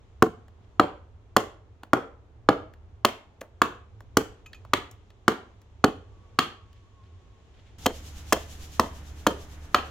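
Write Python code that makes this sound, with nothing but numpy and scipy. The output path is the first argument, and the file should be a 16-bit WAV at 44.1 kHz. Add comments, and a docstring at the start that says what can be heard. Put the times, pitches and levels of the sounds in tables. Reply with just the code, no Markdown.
"""In a fenced yard, a hatchet hews a hand-held billet on a chopping stump, close to the microphone.
Each blow is a mix of ringing wood, tearing noise and a thud from the stump; echoes of the yard follow it.
Chips tap and ping as they land, and the hand rubs the wood. After a cut to a later moment come lighter,
quicker blows, over the pulsing noise hiss, rumble and hum of a distant machine, heard from that cut on.
Behind them lie a faint whining tone, and shaped noise for distant traffic, moving air and leaves."""
import sys
import numpy as np
from scipy import signal
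from scipy.fft import rfft, irfft, next_fast_len
from scipy.io import wavfile
from scipy.ndimage import map_coordinates

SR = 44100
rng = np.random.default_rng(int(sys.argv[2]) if len(sys.argv) > 2 else 0)


def dump_mix(stems):
    """Bounce the given channels to the path in sys.argv[1] as a 16-bit WAV at rate SR."""
    frames = np.atleast_2d(stems).T  # one column per channel
    limited = np.clip(frames, -1, 1)  # hard clip at full scale
    pcm = np.round(limited * 32767).astype(np.int16)
    wavfile.write(sys.argv[1], SR, pcm)


N = 436590


def amp(db):
    """Turn decibels into gain."""
    return 10 ** (np.asarray(db) / 20)


def unit(x):
    """Scale to rms 1."""
    return x / np.sqrt(np.mean(x ** 2) + 1e-20)


def burst(x):
    """Scale a short sound to the energy of 10 ms at rms 1."""
    return x / np.sqrt(np.sum(x ** 2) / (SR / 100) + 1e-20)


def along(points, hz):
    """Read a curve of (frequency, value) points, drawn straight on a log frequency axis."""
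    point_hz, value = np.transpose(points)
    return np.interp(np.log(hz + 1), np.log(point_hz), value)


def filtered(x, response):
    """Multiply the spectrum of x by a response that depends on frequency."""
    n = x.shape[-1]
    padded = next_fast_len(n + 4096)
    spectrum = rfft(x, padded) * response(np.fft.rfftfreq(padded, 1 / SR))
    return irfft(spectrum, padded)[..., :n]


def coloured(x, points, size=2048):
    """Give x the tone colour of (frequency, level) points, with no sound before its cause."""
    gain = amp(along(points, np.fft.rfftfreq(size, 1 / SR)))
    # folding the cepstrum makes the filter minimum phase
    cepstrum = irfft(np.log(gain))
    cepstrum[1:size // 2] *= 2
    cepstrum[size // 2 + 1:] = 0
    impulse = irfft(np.exp(rfft(cepstrum)))
    return signal.fftconvolve(x, impulse)[:len(x)]


def wobble(rate):
    """Draw a smooth random curve with a number of knots a second."""
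    knots = rng.standard_normal(int(N * rate / SR) + 4)
    return map_coordinates(knots, [np.arange(N) * rate / SR])


def add(track, s, x):
    """Mix x into the track at time s."""
    part = track[..., max(round(s * SR), 0):][..., :x.shape[-1]]
    part += x[..., :part.shape[-1]]


def ring(modes, t, stretch, attack, scatter_db, detune):
    """Struck things ring in fading modes from t = 0, each time at new strengths and pitches."""
    t = np.maximum(t, 0)
    out = 0
    for hz, db, t60 in modes:
        sharp, strong = rng.uniform(-1, 1, 2)
        pitch = hz * stretch * (1 + detune * sharp)
        level = amp(db + scatter_db * strong - 60 * t / t60)
        out = out + level * np.sin(2 * np.pi * pitch * t)
    return burst(out * (1 - np.exp(-t / attack)))


def tear(t, bite, spectrum, fade, spiky_db, linger_db):
    """Fibres snap densely while the contact lasts, then die away with a weak lingering tail."""
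    snaps = rng.standard_normal(len(t)) * amp(spiky_db * rng.standard_normal(len(t)))
    after = np.maximum(t - bite, 0)
    dying = np.exp(-after / fade) + amp(linger_db - 60 * after / 0.15)
    moving = (1 - np.exp(-t / 0.0016)) * dying
    return burst(coloured(snaps * moving, spectrum))


def spread(pair, alike_hz):
    """Blend two unrelated signals into left and right: alike in the bass, unrelated above alike_hz."""
    def mid_and_side(hz):
        turn = np.arccos(1 / (1 + (hz / alike_hz) ** 2)) / 2
        return np.array([np.cos(turn), np.sin(turn)])

    mid, side = filtered(pair, mid_and_side)
    return np.array([mid + side, mid - side])


def rush(spectrum, alike_hz, band=lambda hz: 1):
    """Make stereo noise of rms 1 with a spectrum, weighted by a band."""
    noise = spread(rng.standard_normal((2, N)), alike_hz)
    return unit(filtered(noise, lambda hz: amp(along(spectrum, hz)) * band(hz)))


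# the billet's own notes, at a billet pitch of PITCH_HZ: (frequency [Hz], level [dB], t60 [s])
BILLET_MODES = [(1077, -8, 0.029), (1192, 6, 0.016), (1312, 3, 0.014), (1495, -7.5, 0.014),
                (2116, -12, .012), (3118, -16.5, 0.0088), (4350, -22.5, 0.0094), (7080, -25, 0.0075)]
# the billet rocking on its foot: (frequency [Hz], level [dB], t60 [s])
FOOT_MODES = [(583, -5.5, 0.055), (671, -3, 0.042), (750, -3.5, 0.076)]
# wood crushed under the edge: (frequency [Hz], level [dB])
CRUSH_COLOUR = [(90, -22), (220, 0.5), (500, -1), (1000, -3.5), (1500, -6), (2200, -23.5), (6000, -50.5)]
# the stump's own notes, at a stump pitch of STUMP_HZ: (frequency [Hz], level [dB], t60 [s])
STUMP_MODES = [(128, -15, .05), (221, -5.5, 0.027), (283.3, 2, 0.037), (374.5, -0.5, 0.037),
               (466, -8.5, 0.062)]
# the stump's long note: (frequency [Hz], level [dB], t60 [s])
LONG_NOTE_MODES = [(436, -1, 0.14), (476, -6.5, .08)]
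# breaking fibres: (frequency [Hz], level [dB])
SPLIT_COLOUR = [(900, -35), (1720, 2.5), (2350, -4.5), (3250, 0), (3800, -7), (4400, -3.5), (5300, -15.5),
                (9000, -43.5)]
# fine splinters: (frequency [Hz], level [dB])
SPLINTER_COLOUR = [(3000, -39), (5000, 0), (7000, 2), (8800, -8.5), (12000, -6), (15500, -7.5)]
# the steel head, damped by the wood, at a stretch of 1: (frequency [Hz], level [dB], t60 [s])
HEAD_MODES = [(1690, 3.5, 0.043), (3216, -0.5, .14), (4320, -2, 0.096), (6700, -11, .09),
              (8070, -15.5, .09), (11700, -19, .1)]
PITCH_HZ, STUMP_HZ = 1200, 286  # pitches at which the billet and stump notes are listed
# the long note under a thud of 0 dB; dB it gains per dB of thud; its ceiling
RING_DB, RING_GROWS, RING_MAX_DB = -7, 1.4, -28.5


def blow(bite, billet_hz, stump_hz, clack_db, knock_db, thud_db, split_db, splinter_db, head_db):
    """The edge strikes the billet, tears through the grain and drives the billet into the stump."""
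    t = np.arange(SR // 6) / SR
    stretch = billet_hz / PITCH_HZ
    # the billet is struck at first contact and again when the blade jams
    strike = ring(BILLET_MODES, t, stretch, attack=0.00093, scatter_db=2.5, detune=.04)
    jam = ring(BILLET_MODES, t - .7 * bite, stretch, attack=0.00025, scatter_db=3.5, detune=0.068)
    x = -amp(clack_db) * burst(strike + 0.32 * jam)
    # the knock: the billet rocks on its foot as the edge crushes into it
    rock = ring(FOOT_MODES, t, stretch, attack=0.0025, scatter_db=5.0, detune=0.074)
    crush = tear(t, bite, CRUSH_COLOUR, fade=0.0044, spiky_db=4.0, linger_db=-21)
    x += amp(knock_db) * (rock + 0.96 * crush)
    # the push reaches the stump as the blade slows
    thud_stretch = stump_hz / STUMP_HZ
    thud = ring(STUMP_MODES, t - .6 * bite, thud_stretch, attack=.0015, scatter_db=2.5, detune=.08)
    x -= amp(thud_db) * thud
    # a harder push wakes the stump's long note more, up to a ceiling
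    ring_db = min(RING_DB + RING_GROWS * thud_db, RING_MAX_DB)
    x += amp(ring_db) * ring(LONG_NOTE_MODES, t - bite, 1, attack=0.0069, scatter_db=1, detune=.025)
    # wood is split and splintered while the blade moves
    x += amp(split_db) * tear(t, bite, SPLIT_COLOUR, fade=0.0012, spiky_db=4, linger_db=-26.5)
    x += amp(splinter_db) * tear(t, bite, SPLINTER_COLOUR, fade=0.0011, spiky_db=6, linger_db=-26.5)
    # a glancing cut leaves the head free to ring
    x += amp(head_db) * ring(HEAD_MODES, t, 0.98, attack=0.0011, scatter_db=4.0, detune=0.0074)
    # the blow carries little deep bass
    return signal.sosfilt(signal.butter(2, 80, "high", fs=SR, output="sos"), x)


# the blows: (time [s], bite length [s], billet pitch [Hz], stump pitch [Hz], clack [dB], knock [dB],
# thud [dB], split [dB], splinter [dB], head ring [dB], yard echo relative to the blow [dB])
BLOWS = [(0.2227, 0.0039, 1200, 245, -12, -20.5, -10, -28.5, -28.5, -46, -18),
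         (0.7963, .003, 1209, 278.4, -11.5, -19, -15.5, -25.5, -36, -39, -11),
         (1.3646, 0.0051, 1173, 303.6, -13.5, -20.5, -18, -22.5, -24.5, -41, -11.5),
         (1.9324, .003, 1240, 282.2, -13.5, -21.5, -16.5, -33, -36, -44.5, -9),
         (2.488, 0.0033, 1204, 296, -12, -20, -12.5, -27, -37, -46, -10.5),
         (3.048, 0.0047, 1152, 281, -14, -21.5, -23, -18.5, -23.5, -45, -13),
         (3.6172, .0027, 1220, 290, -12.5, -29, -20.5, -25.5, -30.5, -46, -9),
         (4.1697, .0031, 1244, 288.6, -15.5, -26.5, -14.5, -23.5, -21, -48, -14.5),
         (4.7342, 0.0031, 1154, 278, -16, -31.5, -23.5, -20, -29.5, -46, -9.5),
         (5.2799, .0019, 1214, 269.4, -13, -26, -16.5, -23.5, -29, -48, -11.5),
         (5.8403, .005, 1243, 294.5, -14, -20.5, -11, -21.5, -28.5, -36.5, -15.5),
         (6.3881, 0.00354, 1220, 256, -15.5, -31, -24, -21, -29.5, -34, -6.5),
         (7.8588, .007, 1050, 285, -25.5, -21, -19.5, -22.5, -25, -29, -19),
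         (8.3233, .0086, 1108, 319, -18, -22, -20, -21, -20.5, -33.5, -14),
         (8.7958, .0024, 1032, 270, -14, -26.5, -21, -24, -27, -35.5, -12.5),
         (9.2663, 0.0059, 1130, 288, -16.5, -23, -17, -25, -26.5, -33, -12),
         (9.7452, 0.0025, 1236, 266, -13, -22.5, -25.5, -21.5, -31.5, -30.5, -8)]


def chops(count=3):
    """Every blow radiates a different blend of its modes in each of a few directions."""
    out = np.zeros((2, N))
    for s, *stroke, echo_db in BLOWS:
        rays = [blow(*stroke) for _ in range(count)]
        add(out, s, in_yard(rays, echo_db))
    return out


# how long the yard's echo lasts: (frequency [Hz], t60 [s])
YARD_T60 = [(150, .33), (450, .42), (1200, 0.4), (3000, 0.37), (7000, .33), (14000, 0.23)]
# the echo's tone colour: (frequency [Hz], level [dB])
YARD_COLOUR = [(100, 4), (250, -2.5), (450, 1.5), (800, -1.5), (1200, -5.5), (3000, 2.5), (5000, -4),
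               (8000, -1.5), (15000, -2)]


def yard_tail(x):
    """The hedge, walls and fence answer a short sound with a smeared echo whose fade depends on pitch."""
    hz, t, noise = signal.stft(rng.standard_normal((2, SR // 2)), SR, nperseg=256)
    # the far wall returns a dense cluster of echoes after about 40 ms
    build_up = 1 - np.exp(-t / 0.0015) + 0.53 * np.exp(-((t - .038) / 0.003) ** 2)
    decay = amp(-60 * t / along(YARD_T60, hz)[:, None])
    tail = signal.istft(noise * decay * build_up, SR, nperseg=256)[1]
    tail = spread(tail / np.linalg.norm(tail[0]), alike_hz=800)
    tail = filtered(tail, lambda f: amp(along(YARD_COLOUR, f)))
    return signal.fftconvolve(x[None], tail, axes=1)


# near reflections, before they are dulled: (delay [s], level [dB])
FENCES = [(.0135, -15.5), (.0185, -17), (.034, -23), (.0405, -19), (.046, -21)]
# how far left leads right between the microphone ports: (frequency [Hz], phase [radians])
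LEFT_LEAD = [(100, .03), (500, .1), (1200, .3), (2200, .6), (4000, 0.65), (6000, 1.15), (9000, 1.4),
             (14000, 1.3)]


def in_yard(rays, echo_db):
    """The first ray reaches the microphone directly; all rays come back from the yard."""
    out = amp(echo_db) * sum(yard_tail(ray) for ray in rays) / np.sqrt(len(rays))
    for k, (delay, db) in enumerate(FENCES):
        dull = filtered(rays[k % len(rays)], lambda f: 1 / np.sqrt(1 + (f / 800) ** 2))
        for ear in out:
            add(ear, delay + rng.normal(0, 0.00013), amp(db) * dull)

    def lead(f):
        return np.exp(1j * along(LEFT_LEAD, f) * np.array([[.5], [-.5]]))

    add(out, 0, filtered(rays[0], lead))
    return out


# chips landing and the billet being set down:
# (time [s], scrape before the knock [s], knock [dB], click [dB], snap [dB])
TICKS = [(0.481, .001, -61.5, -66.5, -72), (1.832, 0.0016, -41.5, -51, -62.5),
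         (2.736, .001, -57.5, -62, -70.5), (3.409, .0055, -36, -49, -48.5),
         (4.005, .001, -49.5, -64.5, -64.5), (4.531, 0.00084, -62, -45.5, -61),
         (4.649, 0.0009, -48, -63.5, -75.5), (4.912, .001, -62.5, -64.5, -53),
         (5.103, 0.00089, -64, -61, -71.5), (5.616, 0.00089, -68, -70, -67.5), (6.729, .001, -76, -67, -70)]
# light wooden contact: (frequency [Hz], level [dB])
TAP_COLOUR = [(100, -15.5), (250, 2.5), (700, 3.5), (1200, -0.5), (1600, -6.5), (4000, -28.5)]
# a flying chip bounces off something hard: (time [s], level [dB])
PINGS = [(4.46, -47.5), (4.545, -50)]
# the ring of that bounce: (frequency [Hz], level [dB], t60 [s])
PING_MODES = [(1280, -5, 0.06), (2484, 0.5, .11), (2583, -1, .09), (3030, 1, 0.035), (6350, -17, 0.16),
              (6850, -11, 0.096), (12400, -20, 0.091)]


def small_sounds():
    """Chips and the billet's foot scrape and tap the stump; one chip rings as it bounces."""
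    out = np.zeros((2, N))
    t = np.arange(SR // 4) / SR
    for s, lead, knock_db, click_db, snap_db in TICKS:
        click = tear(t, lead, SPLIT_COLOUR, fade=0.0022, spiky_db=1, linger_db=-23.5)
        snap = tear(t, lead, SPLINTER_COLOUR, fade=0.0013, spiky_db=6.0, linger_db=-26)
        knock = tear(t, .0008, TAP_COLOUR, fade=0.0011, spiky_db=3, linger_db=-28.5)
        tick = amp(click_db) * click + amp(snap_db) * snap
        add(tick, lead, amp(knock_db) * knock)
        add(out, s, in_yard([tick], echo_db=-19.5))
    for s, db in PINGS:
        note = ring(PING_MODES, t, 1, attack=.001, scatter_db=2, detune=.002)
        click = tear(t, 0.003, SPLIT_COLOUR, fade=0.003, spiky_db=3, linger_db=-18)
        scrape = tear(t, 0.0043, SPLINTER_COLOUR, fade=0.0039, spiky_db=3, linger_db=-11)
        bounce = amp(db) * (note + .4 * click + 0.2 * scrape)
        add(out, s, in_yard([bounce], echo_db=-16.0))
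    return out


# the hand shifts the billet: (time of the middle [s], half length [s], level [dB])
RUSTLES = [(0.64, 0.013, -73), (6.764, 0.041, -72.5), (7.062, 0.038, -71.5), (7.581, 0.045, -66.5),
           (7.681, 0.024, -67)]
# skin and chips on wood: (frequency [Hz], level [dB])
RUB_COLOUR = [(600, -14), (1700, 4), (3400, 5), (6500, -11), (9000, -20), (16000, -32)]


def handling():
    """The hand rubs, turns and regrips the billet between blows: short swells of rough noise."""
    t = np.arange(N) / SR
    touch = sum(amp(db) * np.exp(-((t - s) / half) ** 2) for s, half, db in RUSTLES)
    roughness = amp(3.1 * wobble(150))
    return touch * roughness * rush(RUB_COLOUR, alike_hz=4000)


# the hiss before its bass is cut: (frequency [Hz], level [dB])
HISS_COLOUR = [(71, -35), (120, -2), (289, -6), (463, -11), (789, 6), (1070, -30), (1190, -10),
               (1720, -16.5), (3050, -8), (4500, -14), (6770, -11.5), (8840, -23), (12000, -21),
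               (16000, -30)]
# the machine's rumble: (frequency [Hz], level [dB])
DRONE_COLOUR = [(20, -3), (28, 5), (42, -4), (62, -1.5), (88, 1), (120, -15), (180, -17), (270, -18.5),
                (400, -22.5), (750, -23), (1200, -24), (1800, -24.5), (4000, -38.5), (6000, -57)]
# the hum's notes: (multiple of the turning rate [times], level [dB])
HUM_NOTES = [(2, -46.5), (4, -61.5), (5, -64.5), (6, -71.5), (7, -69), (8, -65), (9, -70), (11, -73)]
LATER_MOMENT_S, SHAFT_HZ = 7.782, 36.85  # time of the cut to a later moment, and turning rate
HISS_DB, HISS_FADE_DB_PER_S = -48, 6  # the hiss when first heard, and how fast it dies down
# swells a second; time of one crest; swing of the hiss either way
SWELL_RATE_HZ, SWELL_PEAK_S, SWELL_DEPTH_DB = 8.92, 8.747, 4


def machine():
    """A distant turning machine hums and rumbles, with an evenly pulsing hiss that slowly dies down."""
    t = np.arange(N) / SR
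    heard = np.maximum(t - LATER_MOMENT_S, 0)
    swell_db = SWELL_DEPTH_DB * np.cos(2 * np.pi * SWELL_RATE_HZ * (t - SWELL_PEAK_S))
    level = amp(HISS_DB - HISS_FADE_DB_PER_S * heard + swell_db + 1.9 * wobble(6))
    hiss = level * rush(HISS_COLOUR, alike_hz=1490, band=lambda hz: hz ** 2 / (hz ** 2 + 2200 ** 2))
    drone = amp(-47.5 + 0.82 * wobble(16)) * rush(DRONE_COLOUR, alike_hz=810)
    shaft = 2 * np.pi * SHAFT_HZ * t + 0.1 * wobble(6)
    hum = 0
    for multiple, db in HUM_NOTES:
        note = np.sqrt(2) * np.sin(round(multiple) * shaft + rng.uniform(0, 2 * np.pi))
        hum = hum + amp(db + 0.75 * wobble(7.3)) * note
    # silent before the cut, at full level 3.5 ms after it
    fade_in = np.clip(heard / 0.0035, 0, 1)
    return fade_in * (hiss + drone + hum)


# the whine comes and goes once
WHINE_START_S, WHINE_RISE_S, WHINE_HOLD_S, WHINE_FALL_S = 5.8, .3, 1.12, 0.63
WHINE_HZ, WHINE_SAG_HZ_PER_S, WHINE_DB = 1130, 27, -72  # before pitch and level waver


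def whine():
    """A thin far-off tone rises, holds and fades, wavering as its pitch sinks."""
    t = np.arange(N) / SR - WHINE_START_S
    pitch = (WHINE_HZ - WHINE_SAG_HZ_PER_S * t) * (1 + .018 * wobble(60))
    flutter_db = 3.2 * wobble(20)
    corners = np.cumsum([0, WHINE_RISE_S, WHINE_HOLD_S, WHINE_FALL_S])
    shape = np.interp(t, corners, [0, 1, 1, 0])
    tone = np.sqrt(2) * np.sin(2 * np.pi * np.cumsum(pitch) / SR)
    return shape * amp(WHINE_DB + flutter_db) * tone


# distant traffic: (frequency [Hz], level [dB])
RUMBLE_COLOUR = [(12, -43), (20, -12.5), (54, -3.5), (103, 0.5), (116, -5.5), (129, -19.5), (152, -20),
                 (220, -28.5), (290, -57.5), (480, -120)]
# moving air: (frequency [Hz], level [dB])
AIR_COLOUR = [(120, -7), (180, -0.5), (300, -2.5), (440, 0.5), (520, -6), (750, -6.5), (1100, -9.5),
              (1600, -16.5), (2400, -22.5), (3400, -27), (4500, -31), (6800, -35.5), (9000, -43),
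              (16000, -51)]
# strength of the leaves in the hedge, before it wavers: (time [s], level [dB])
BREEZE = [(0.0, -74), (2.53, -81.5), (4.82, -71.5), (4.95, -74), (7.53, -70.5), (7.7, -69)]
# the leaves' tone colour: (frequency [Hz], level [dB])
LEAVES_COLOUR = [(900, -14), (1600, -2.5), (3300, 0), (4800, -9.5), (6800, -7), (9000, -23.5), (16000, -39)]
RUMBLE_DB, AIR_DB = -52, -62  # traffic and moving air, before they waver


def outdoors():
    """Distant traffic and moving air waver gently as noise; a light breeze stirs the hedge."""
    s, breeze_db = np.transpose(BREEZE)
    rumble = amp(RUMBLE_DB + 2.4 * wobble(3.6)) * rush(RUMBLE_COLOUR, alike_hz=250)
    air = amp(AIR_DB + 1 * wobble(2.4)) * rush(AIR_COLOUR, alike_hz=700)
    leaves_db = np.interp(np.arange(N) / SR, s, breeze_db) + 1 * wobble(7.8)
    leaves = amp(leaves_db) * rush(LEAVES_COLOUR, alike_hz=700)
    return rumble + air + leaves


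def scene():
    """Mix everything in the yard; the bass leans a little to the right, the treble to the left."""
    mix = chops() + small_sounds() + handling() + machine() + whine() + outdoors()

    def lean(hz):
        # (frequency [Hz], left over right [dB]), half to each side
        left_over_right_db = along([(80, -1.3), (1000, -.1), (7000, 0.89)], hz)
        return amp(left_over_right_db * np.array([[.5], [-.5]]))

    return filtered(mix, lean)


TOP_HZ = 15650  # where the recorder's treble starts to fall away


def record(dry):
    """The recorder rounds off loud peaks and keeps almost nothing above its band limit."""
    rounded = dry / (1 + np.abs(dry) ** 4) ** (1 / 4)
    return filtered(rounded, lambda hz: amp(-np.clip((hz - TOP_HZ) / 170, 0, 11) ** 2))


dry = scene()
out = record(dry)
dump_mix(out)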